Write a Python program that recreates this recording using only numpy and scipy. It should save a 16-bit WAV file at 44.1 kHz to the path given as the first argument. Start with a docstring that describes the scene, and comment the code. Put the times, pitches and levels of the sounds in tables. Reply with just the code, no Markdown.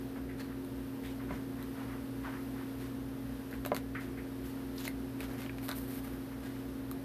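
"""A ring binder of sleeved cards lies close by on a table: its plastic pockets slide and crackle,
the binder knocks, and a page is gripped, bent over and left to slide to rest.
Snaps are short noise cracks through film and card colours, sliding is dense random grains, and
knocks are decaying tones with a rattle. Behind it, noise bands make dull scuffs and bumps further off,
and steady tones with coloured noise make the humming room."""
import sys
import numpy as np
from scipy import signal
from scipy.fft import rfft, irfft, next_fast_len
from scipy.io import wavfile
from scipy.ndimage import map_coordinates

SR = 44100
rng = np.random.default_rng(int(sys.argv[2]) if len(sys.argv) > 2 else 0)


def generate_wav(signal):
    """Clip the signal to [-1, 1] and save it as 16-bit WAV at the path in sys.argv[1]."""
    frames = np.transpose(np.atleast_2d(signal))
    scaled = np.clip(frames, -1, 1) * 32767
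    pcm = np.round(scaled).astype(np.int16)
    wavfile.write(sys.argv[1], SR, pcm)


N = 310464

# All t60 values are the time [s] to fade by 60 dB; levels are relative unless marked rms.
# appliance motors and mains, the two lowest lines beat: (frequency [Hz], level [dB])
HUM_LINES = [(58.2, -56.7), (61.8, -58.6), (120, -51.3), (210.8, -63), (226.9, -55), (240, -56),
             (269.1, -43.6), (359.9, -57), (450.8, -61), (479.9, -62)]
# narrow bands of the room's drone: (centre [Hz], width [Hz], level [dB rms])
DRONE_BANDS = [(56.7, 8.1, -66), (120.7, 8.1, -64), (254.8, 48, -56), (326, 26, -62.5),
               (362.8, 10.6, -60.5), (580, 79, -64.5), (691, 10, -70)]
# colour of fan air and hiss: (frequency [Hz], level per Hz [dB])
AIR_COLOUR = [(450, -16.5), (800, 3), (1100, 1), (1700, 0), (2200, -5.5), (3000, -7), (4000, -9.5),
              (5200, -12), (7200, -18.5), (9000, -14), (11000, -11.5), (13500, -8.5), (15000, -20.5)]
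# colour of the room's low rumble: (frequency [Hz], level per Hz [dB])
RUMBLE_COLOUR = [(25, -21), (40, -10), (55, 7), (90, -2), (140, 3), (190, -0.5), (300, 0.5), (420, -2),
                 (560, -7), (750, -12.5), (1000, -21.5), (2000, -68)]
# dull scuffs and bumps: (time [s], level [dB], centre [Hz], rise [s])
SCUFF_EVENTS = [(0.146, -51.5, 940, 0.018), (0.285, -53, 1770, 0.013), (0.45, -57.5, 1400, 0.046),
                (1.181, -53.5, 1370, 0.02), (1.3, -40, 140, 0.017), (1.275, -49.5, 1350, 0.029),
                (1.55, -55.5, 1340, 0.051), (1.729, -51, 920, 0.068), (1.87, -51, 1170, 0.035),
                (2.222, -44.5, 1060, 0.034), (2.315, -48.5, 1280, 0.021), (2.519, -54, 1220, 0.062),
                (3.947, -40.5, 1660, 0.003), (4.172, -50, 1880, 0.0025), (6.31, -54, 900, 0.0098)]
# how long the room answers: (frequency [Hz], t60 [s])
ROOM_DECAY = [(200, 0.16), (2000, 0.15), (12000, 0.084)]
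# the binder meets the table, the page lands on the stack: (time [s], level [dB])
KNOCK_EVENTS = [(1.307, -31), (3.661, -31), (3.718, -16.5), (5.6912, -34), (5.7143, -46)]
# ringing tones of the stiff cover: (frequency [Hz], level [dB], t60 [s])
BOARD_TONES = [(185, -18, 0.13), (485, -11, 0.054), (596, -6, 0.05), (667, -5.5, 0.031), (991, -11.5, 0.05),
               (1600, -16, 0.019), (2070, -19, 0.027)]
# cards clack and slap together: (time [s], level [dB], centre [Hz], half-width [octaves], t60 [s])
CLACK_EVENTS = [(3.5275, -38, 1890, 0.54, 0.017), (3.5374, -42, 1700, 0.45, 0.055),
                (4.782, -40, 4400, 0.33, 0.017), (4.866, -42, 4160, 0.1, 0.045),
                (4.8775, -29, 2170, 0.2, 0.016), (4.8784, -34, 10400, 0.074, 0.012),
                (5.2056, -37.5, 2190, 0.35, 0.0096), (5.462, -41.5, 1700, 0.9, 0.035),
                (5.495, -36, 1730, 0.49, 0.027), (5.691, -35, 4600, 0.45, 0.009),
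                (5.691, -40.5, 1400, 0.34, 0.072), (5.7075, -35, 1190, 0.5, 0.027),
                (5.7144, -30, 4150, 0.4, 0.0077), (5.7147, -37.5, 1340, 0.51, 0.082),
                (6.9141, -37, 1150, 0.31, 0.013)]
# the bent film crinkles in runs of ticks: (time [s], length [s], level [dB], middle pitch [Hz])
CRINKLE_RUNS = [(4.774, 0.04, -39, 4330), (4.851, 0.02, -38, 3200), (5.211, 0.05, -40, 3000),
                (5.419, 0.016, -37, 4030), (5.692, 0.035, -39, 2200)]
# the plastic buckles: (time [s], snap level [dB], card level against the snap [dB])
SNAP_EVENTS = [(0.648, -40, -12), (1.627, -37, -18), (3.512, -37, -3), (3.5376, -37, 4), (3.5525, -41, -6),
               (3.6507, -30, 4), (3.6615, -23.5, -2), (3.7467, -25, 1), (3.765, -22.5, 2), (4.791, -35, -5),
               (4.8105, -41, -8), (4.853, -32, 0.5), (4.8794, -26, -2), (5.2056, -31.5, 1),
               (5.2305, -35, 1), (5.4192, -37, 2), (5.5844, -44, 13), (5.684, -29, 1), (5.6902, -23, -5),
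               (5.7142, -33, 0), (6.9134, -30, -8)]
# colour of thin plastic: (frequency [Hz], level per Hz [dB])
FILM_COLOUR = [(300, -46), (1500, -2), (2300, -11), (3000, 0), (4100, 9.5), (5500, -11.5), (7000, -2.5),
               (10000, 4), (13300, 11), (15000, -8)]
# colour of card in its pocket: (frequency [Hz], level per Hz [dB])
CARD_COLOUR = [(150, -11), (500, 1), (1100, -1), (2000, -1.5), (3000, -11), (4500, -14), (8000, -21)]
# pockets rub as the binder shifts: (time of full speed [s], swish [dB], card [dB], t60 [s])
SHIFT_STROKES = [(0.403, -60, -51, 0.26), (1.05, -56.5, -56, 0.41), (1.345, -65, -53.5, 0.35),
                 (1.62, -70, -64, 0.2), (2.818, -61, -52.5, 0.49), (4.018, -59, -53, 0.27),
                 (4.462, -59, -64, 0.28), (6.44, -63, -54.5, 1)]
# colour of pockets pressed together: (frequency [Hz], level per Hz [dB])
RUB_COLOUR = [(600, -6), (2000, 1), (4000, -2.5), (6000, -9.5), (9000, -8), (13500, -6)]
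# a rubbed pocket sings at its own resonance: (time [s], level [dB], centre [Hz], half-width [octaves])
SING_EVENTS = [(0.38, -57.5, 4140, 0.14), (1.028, -53, 2010, 0.31), (1.035, -55, 3200, 0.3),
               (4.44, -58, 12500, 0.28)]
# fingers crease the page until it snaps free: (time of full speed [s], crackle [dB], card [dB], t60 [s])
GRIP_STROKES = [(4.808, -45.5, -64, 0.2), (4.85, -40.5, -61, 0.046), (4.871, -45, -59, 0.025)]
# colour of a pinched pocket: (frequency [Hz], level per Hz [dB])
CREASE_COLOUR = [(800, -24), (1700, -8), (2400, 2), (3200, 1), (4300, -3), (5500, -5), (7000, -3),
                 (9000, -13), (13000, -4), (15000, -11)]
# the page is touched, lifted, bent over: (time of full speed [s], swish [dB], card [dB], t60 [s])
TURN_STROKES = [(4.787, -48.5, -63, 0.3), (5.218, -51.5, -56.5, 0.36), (5.32, -61, -63.5, 1),
                (5.421, -53, -58, 0.16)]
# the turned page slides to rest in surges: (time of full speed [s], swish [dB], card [dB], t60 [s])
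GLIDE_STROKES = [(5.648, -52, -54.5, 0.78), (5.775, -51, -64, 0.29), (5.915, -54, -58.5, 0.47),
                 (5.978, -56, -58, 0.061), (6.065, -57.5, -56, 0.35)]
# colour of a page sliding flat: (frequency [Hz], level per Hz [dB])
SATIN_COLOUR = [(1000, -10), (4200, -5), (7000, -12), (9500, -2), (11500, -3), (13500, 6), (15000, -16)]

# Where a snap's treble starts to fall; it halves for each DULLING_DB more of card behind the film.
EDGE_HZ, DULLING_DB = 8300, 17
# Half-width of a low scuff; a scuff centred on NARROW_HZ is half as wide.
SCUFF_OCTAVES, NARROW_HZ = 1.32, 1440
SCUFF_T60 = 0.32  # seconds
SCUFF_HOLD = 0.54  # full strength lasts this share of the rise time
CLACK_RISE_S = 0.0001
CATCHES_PER_S = 83  # how fast a sliding sheet catches and frees itself
TOP_HZ = 14850


def amp(db):
    """Turn decibels into a plain multiplier."""
    return 10 ** (np.asarray(db) / 20)


def unit(x):
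    """Scale a sound to an average (rms) strength of 1."""
    return x / np.sqrt(np.mean(x ** 2) + 1e-20)


def along(points, hz):
    """Read between (frequency, value) points, evenly by pitch."""
    f, value = np.transpose(points)
    return np.interp(np.log(hz + 1), np.log(f + 1), value)


def wobble(rate):
    """Draw a smooth random curve through this many random points a second."""
    knots = rng.standard_normal(int(N * rate / SR) + 4)
    return map_coordinates(knots, [np.arange(N) * rate / SR])


def filtered(x, response):
    """Make each frequency louder or softer by the given response."""
    size = next_fast_len(len(x) + 8192)
    spectrum = rfft(x, size) * response(np.fft.rfftfreq(size, 1 / SR))
    return irfft(spectrum, size)[:len(x)]


def coloured(x, colour):
    """Give a sound a frequency colour, at rms 1."""
    return unit(filtered(x, lambda hz: amp(along(colour, hz))))


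def struck(x, colour, size=1024):
    """Pass a sound through a body that answers only after it is hit, with unit energy."""
    cepstrum = irfft(np.log(amp(along(colour, np.fft.rfftfreq(size, 1 / SR)))))
    # Folding this onto positive times puts the answer as early as possible.
    cepstrum[1:size // 2] *= 2
    cepstrum[size // 2 + 1:] = 0
    response = irfft(np.exp(rfft(cepstrum)))
    return signal.fftconvolve(x, response / np.linalg.norm(response))[:len(x)]


def add(track, s, sound):
    """Mix a sound into a track at time s."""
    part = track[round(s * SR):][:len(sound)]
    part += sound[:len(part)]


def burst(centre_hz, octaves, rise, t60, hold=0):
    """A band of noise rises, holds and dies away."""
    t = np.arange(SR // 2) / SR

    def band_shape(hz):
        distance = np.abs(np.log2((hz + 1) / centre_hz) / octaves)
        return 1 / (1 + distance ** 3.48)

    band = unit(filtered(rng.standard_normal(len(t)), band_shape))
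    fade = amp(-60 * np.maximum(t - rise - hold, 0) / t60)
    return band * np.minimum(t / rise, 1) * fade


def hum(line_db, waver_db, air_db, rumble_db):
    """Steady motor tones waver slightly over a drone, the fan's air noise and rumble."""
    t = np.arange(N) / SR
    lines, drone = np.zeros(N), np.zeros(N)
    for hz, db in HUM_LINES:
        tone = np.sqrt(2) * np.sin(2 * np.pi * (hz * t + rng.random()))
        lines += amp(db + waver_db * wobble(3.22)) * tone
    for hz, width, db in DRONE_BANDS:
        band = filtered(rng.standard_normal(N), lambda f: 1 / (1 + (2 * (f - hz) / width) ** 4))
        drone += amp(db) * unit(band)
    air = amp(air_db + 0.79 * wobble(3.9)) * coloured(rng.standard_normal(N), AIR_COLOUR)
    rumble = amp(rumble_db) * coloured(rng.standard_normal(N), RUMBLE_COLOUR)
    return amp(line_db) * lines + drone + air + rumble


def scuffs(level_db):
    """Soft contacts swell and die away, blurred by the room; the higher ones are narrower."""
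    out = np.zeros(N)
    for s, db, centre_hz, rise in SCUFF_EVENTS:
        octaves = SCUFF_OCTAVES / (1 + (centre_hz / NARROW_HZ) ** 3)
        add(out, s, amp(db + level_db) * burst(centre_hz, octaves, rise, SCUFF_T60, SCUFF_HOLD * rise))
    return out


def room(x):
    """A small furnished room answers with a fading noise tail; the treble dies first."""
    hz, t, noise = signal.stft(rng.standard_normal(SR // 2), SR, nperseg=256)
    fade = amp(-60 * t / along(ROOM_DECAY, hz)[:, None])
    tail = signal.istft(noise * fade, SR, nperseg=256)[1]
    delayed = np.pad(tail / np.linalg.norm(tail), (SR // 200, 0))  # 5 ms late
    return signal.fftconvolve(x, delayed)[:N]


def knocks(attack, rattle_db, rattle_t60, soft_hz):
    """The stiff cover rings briefly and the stacked cards clap against it."""
    out, t = np.zeros(N), np.arange(SR // 4) / SR
    rattle_colour = [(150, -13), (550, -4), (1200, 8.0), (2300, -33), (6000, -42)]  # (Hz, dB per Hz)
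    ring = np.zeros(len(t))
    for hz, level, t60 in BOARD_TONES:
        ring += amp(level - 60 * t / t60) * np.cos(2 * np.pi * hz * t)
    for s, db in KNOCK_EVENTS:
        rattle = coloured(rng.standard_normal(len(t)), rattle_colour)
        rattle = rattle * amp(rattle_db - 60 * t / rattle_t60)
        add(out, s, amp(db) * (1 - np.exp(-t / attack)) * (ring + rattle))
    return signal.lfilter(*signal.butter(2, soft_hz, fs=SR), out)  # the padded cover takes the edge off


def clacks(level_db):
    """A card's edge strikes its neighbour; a sheet falling flat rings lower and longer."""
    out = np.zeros(N)
    for s, db, centre_hz, octaves, t60 in CLACK_EVENTS:
        add(out, s, amp(db + level_db) * burst(centre_hz, octaves, CLACK_RISE_S, t60))
    return out


def crinkles(gap_s, spread_db, octaves, cycles):
    """Small dents flip one after another at uneven gaps, each with its own size and pitch."""
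    out, t = np.zeros(N), np.arange(SR // 100) / SR
    for s, length, db, centre_hz in CRINKLE_RUNS:
        gaps, sizes, pitches = np.clip(rng.standard_normal(size=(3, 32)), -2, 2)
        delays = gap_s * (np.cumsum(np.exp(gaps / 2)) - 1)
        tick_hz = centre_hz * 2 ** (octaves * pitches)
        for delay, size, hz in zip(delays, sizes, tick_hz):
            if delay < length:
                tick = np.sin(2 * np.pi * hz * t) * amp(-60 * hz * t / cycles)
                add(out, s + delay, amp(db + spread_db * size) * tick)
    return out


def snaps(crack_t60, body_t60, flutter_db, flutter_t60, snap_db, tick_db):
    """Each buckle cracks the film, shakes the card and leaves the sheet fluttering."""
    out, t = np.zeros(N), np.arange(SR // 8) / SR
    flutter = amp(flutter_db - 60 * t / flutter_t60)
    for s, db, body_db in SNAP_EVENTS:
        film_noise, card_noise = rng.standard_normal((2, len(t)))
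        # One sharp flip, then smaller ones.
        crack = film_noise * (amp(-60 * t / crack_t60) + flutter) + amp(tick_db) * (t == 0)
        shake = card_noise * (amp(-60 * t / body_t60) + flutter)
        # More card behind the film makes the crack duller.
        edge_hz = EDGE_HZ * 2 ** (-body_db / DULLING_DB)
        pole = np.exp(-2 * np.pi * edge_hz / SR)
        film = signal.lfilter([1 - pole], [1, -pole], struck(crack, FILM_COLOUR))
        card = struck(shake, CARD_COLOUR)
        add(out, s, amp(db + snap_db) * (film + amp(body_db) * card))
    return out


def grains(rate, spread_db):
    """Scatter tiny slips of uneven size, about this many a second."""
    slips = (rng.random(N) < rate / SR) * rng.standard_normal(N)
    return slips * amp(spread_db * np.clip(rng.standard_normal(N), -2, 2))


def swell(t, rise_s, hold_s, t60):
    """A stroke gathers speed until t = 0, holds and dies away."""
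    rise = np.exp(-(np.minimum(t, 0) / rise_s) ** 2)
    return rise * amp(-60 * np.maximum(t - hold_s, 0) / t60)


def rustle(strokes, colour, rise_s, hold_s, swish_db, card_db, rate, spread_db, uneven_db):
    """Sliding plastic sticks and slips in dense grains that sound film and card."""
    t, swish, body = np.arange(N) / SR, np.zeros(N), np.zeros(N)
    for s, high_db, low_db, t60 in strokes:
        speed = swell(t - s, rise_s, hold_s, t60)
        swish += amp(swish_db + high_db) * speed
        body += amp(card_db + low_db) * speed
    catching = amp(uneven_db * wobble(CATCHES_PER_S))
    film = unit(struck(grains(rate, spread_db), colour))
    card = unit(struck(grains(rate, spread_db), CARD_COLOUR))
    return catching * (swish * film + body * card)


def shifting(sing_rise_s, sing_t60):
    """Pockets rub as the binder moves; some swell around a resonance."""
    out = rustle(SHIFT_STROKES, RUB_COLOUR, rise_s=0.021, hold_s=0.0081, swish_db=3.0, card_db=-2.0,
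                 rate=9000, spread_db=-4.0, uneven_db=2.0)
    for s, db, centre_hz, octaves in SING_EVENTS:
        add(out, s, amp(db) * burst(centre_hz, octaves, sing_rise_s, sing_t60))
    return out


def gripping():
    """Fingers crease a pinched pocket, which crackles in sparse, uneven grains."""
    return rustle(GRIP_STROKES, CREASE_COLOUR, rise_s=0.012, hold_s=0.0046, swish_db=-6.0, card_db=2.0,
                  rate=2900, spread_db=2.5, uneven_db=0)


def turning():
    """The touched, lifted and bent page slips in grains coloured by thin film and card."""
    return rustle(TURN_STROKES, FILM_COLOUR, rise_s=0.029, hold_s=0.015, swish_db=-7.0, card_db=6.5,
                  rate=3500, spread_db=0.0, uneven_db=2.5)


def gliding():
    """The turned page slides flat to rest in surges of fine grains."""
    return rustle(GLIDE_STROKES, SATIN_COLOUR, rise_s=0.032, hold_s=0.013, swish_db=-2.0, card_db=-1.0,
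                  rate=5000, spread_db=-1.5, uneven_db=2.0)


def scene():
    """Mix the near binder with its room answer, the scuffs and the hum."""
    binder = knocks(attack=0.00024, rattle_db=-23.0, rattle_t60=0.12, soft_hz=4600)
    binder += clacks(level_db=-2.0)
    binder += crinkles(gap_s=0.0027, spread_db=2, octaves=0.5, cycles=6)
    binder += snaps(crack_t60=0.0044, body_t60=0.005, flutter_db=-17.0, flutter_t60=0.11,
                    snap_db=-5.5, tick_db=-6.0)
    binder += shifting(sing_rise_s=0.024, sing_t60=0.26)
    binder += gripping() + turning() + gliding()
    near = binder + amp(-10.5) * room(binder)
    background = scuffs(level_db=0.05) + hum(line_db=0.5, waver_db=0.5, air_db=-56, rumble_db=-50)
    return (near + background)[None]


def record(dry):
    """Keep nothing above the recorder's band limit."""
    return np.array([filtered(channel, lambda hz: hz < TOP_HZ) for channel in dry])


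dry = scene()
out = record(dry)
generate_wav(out)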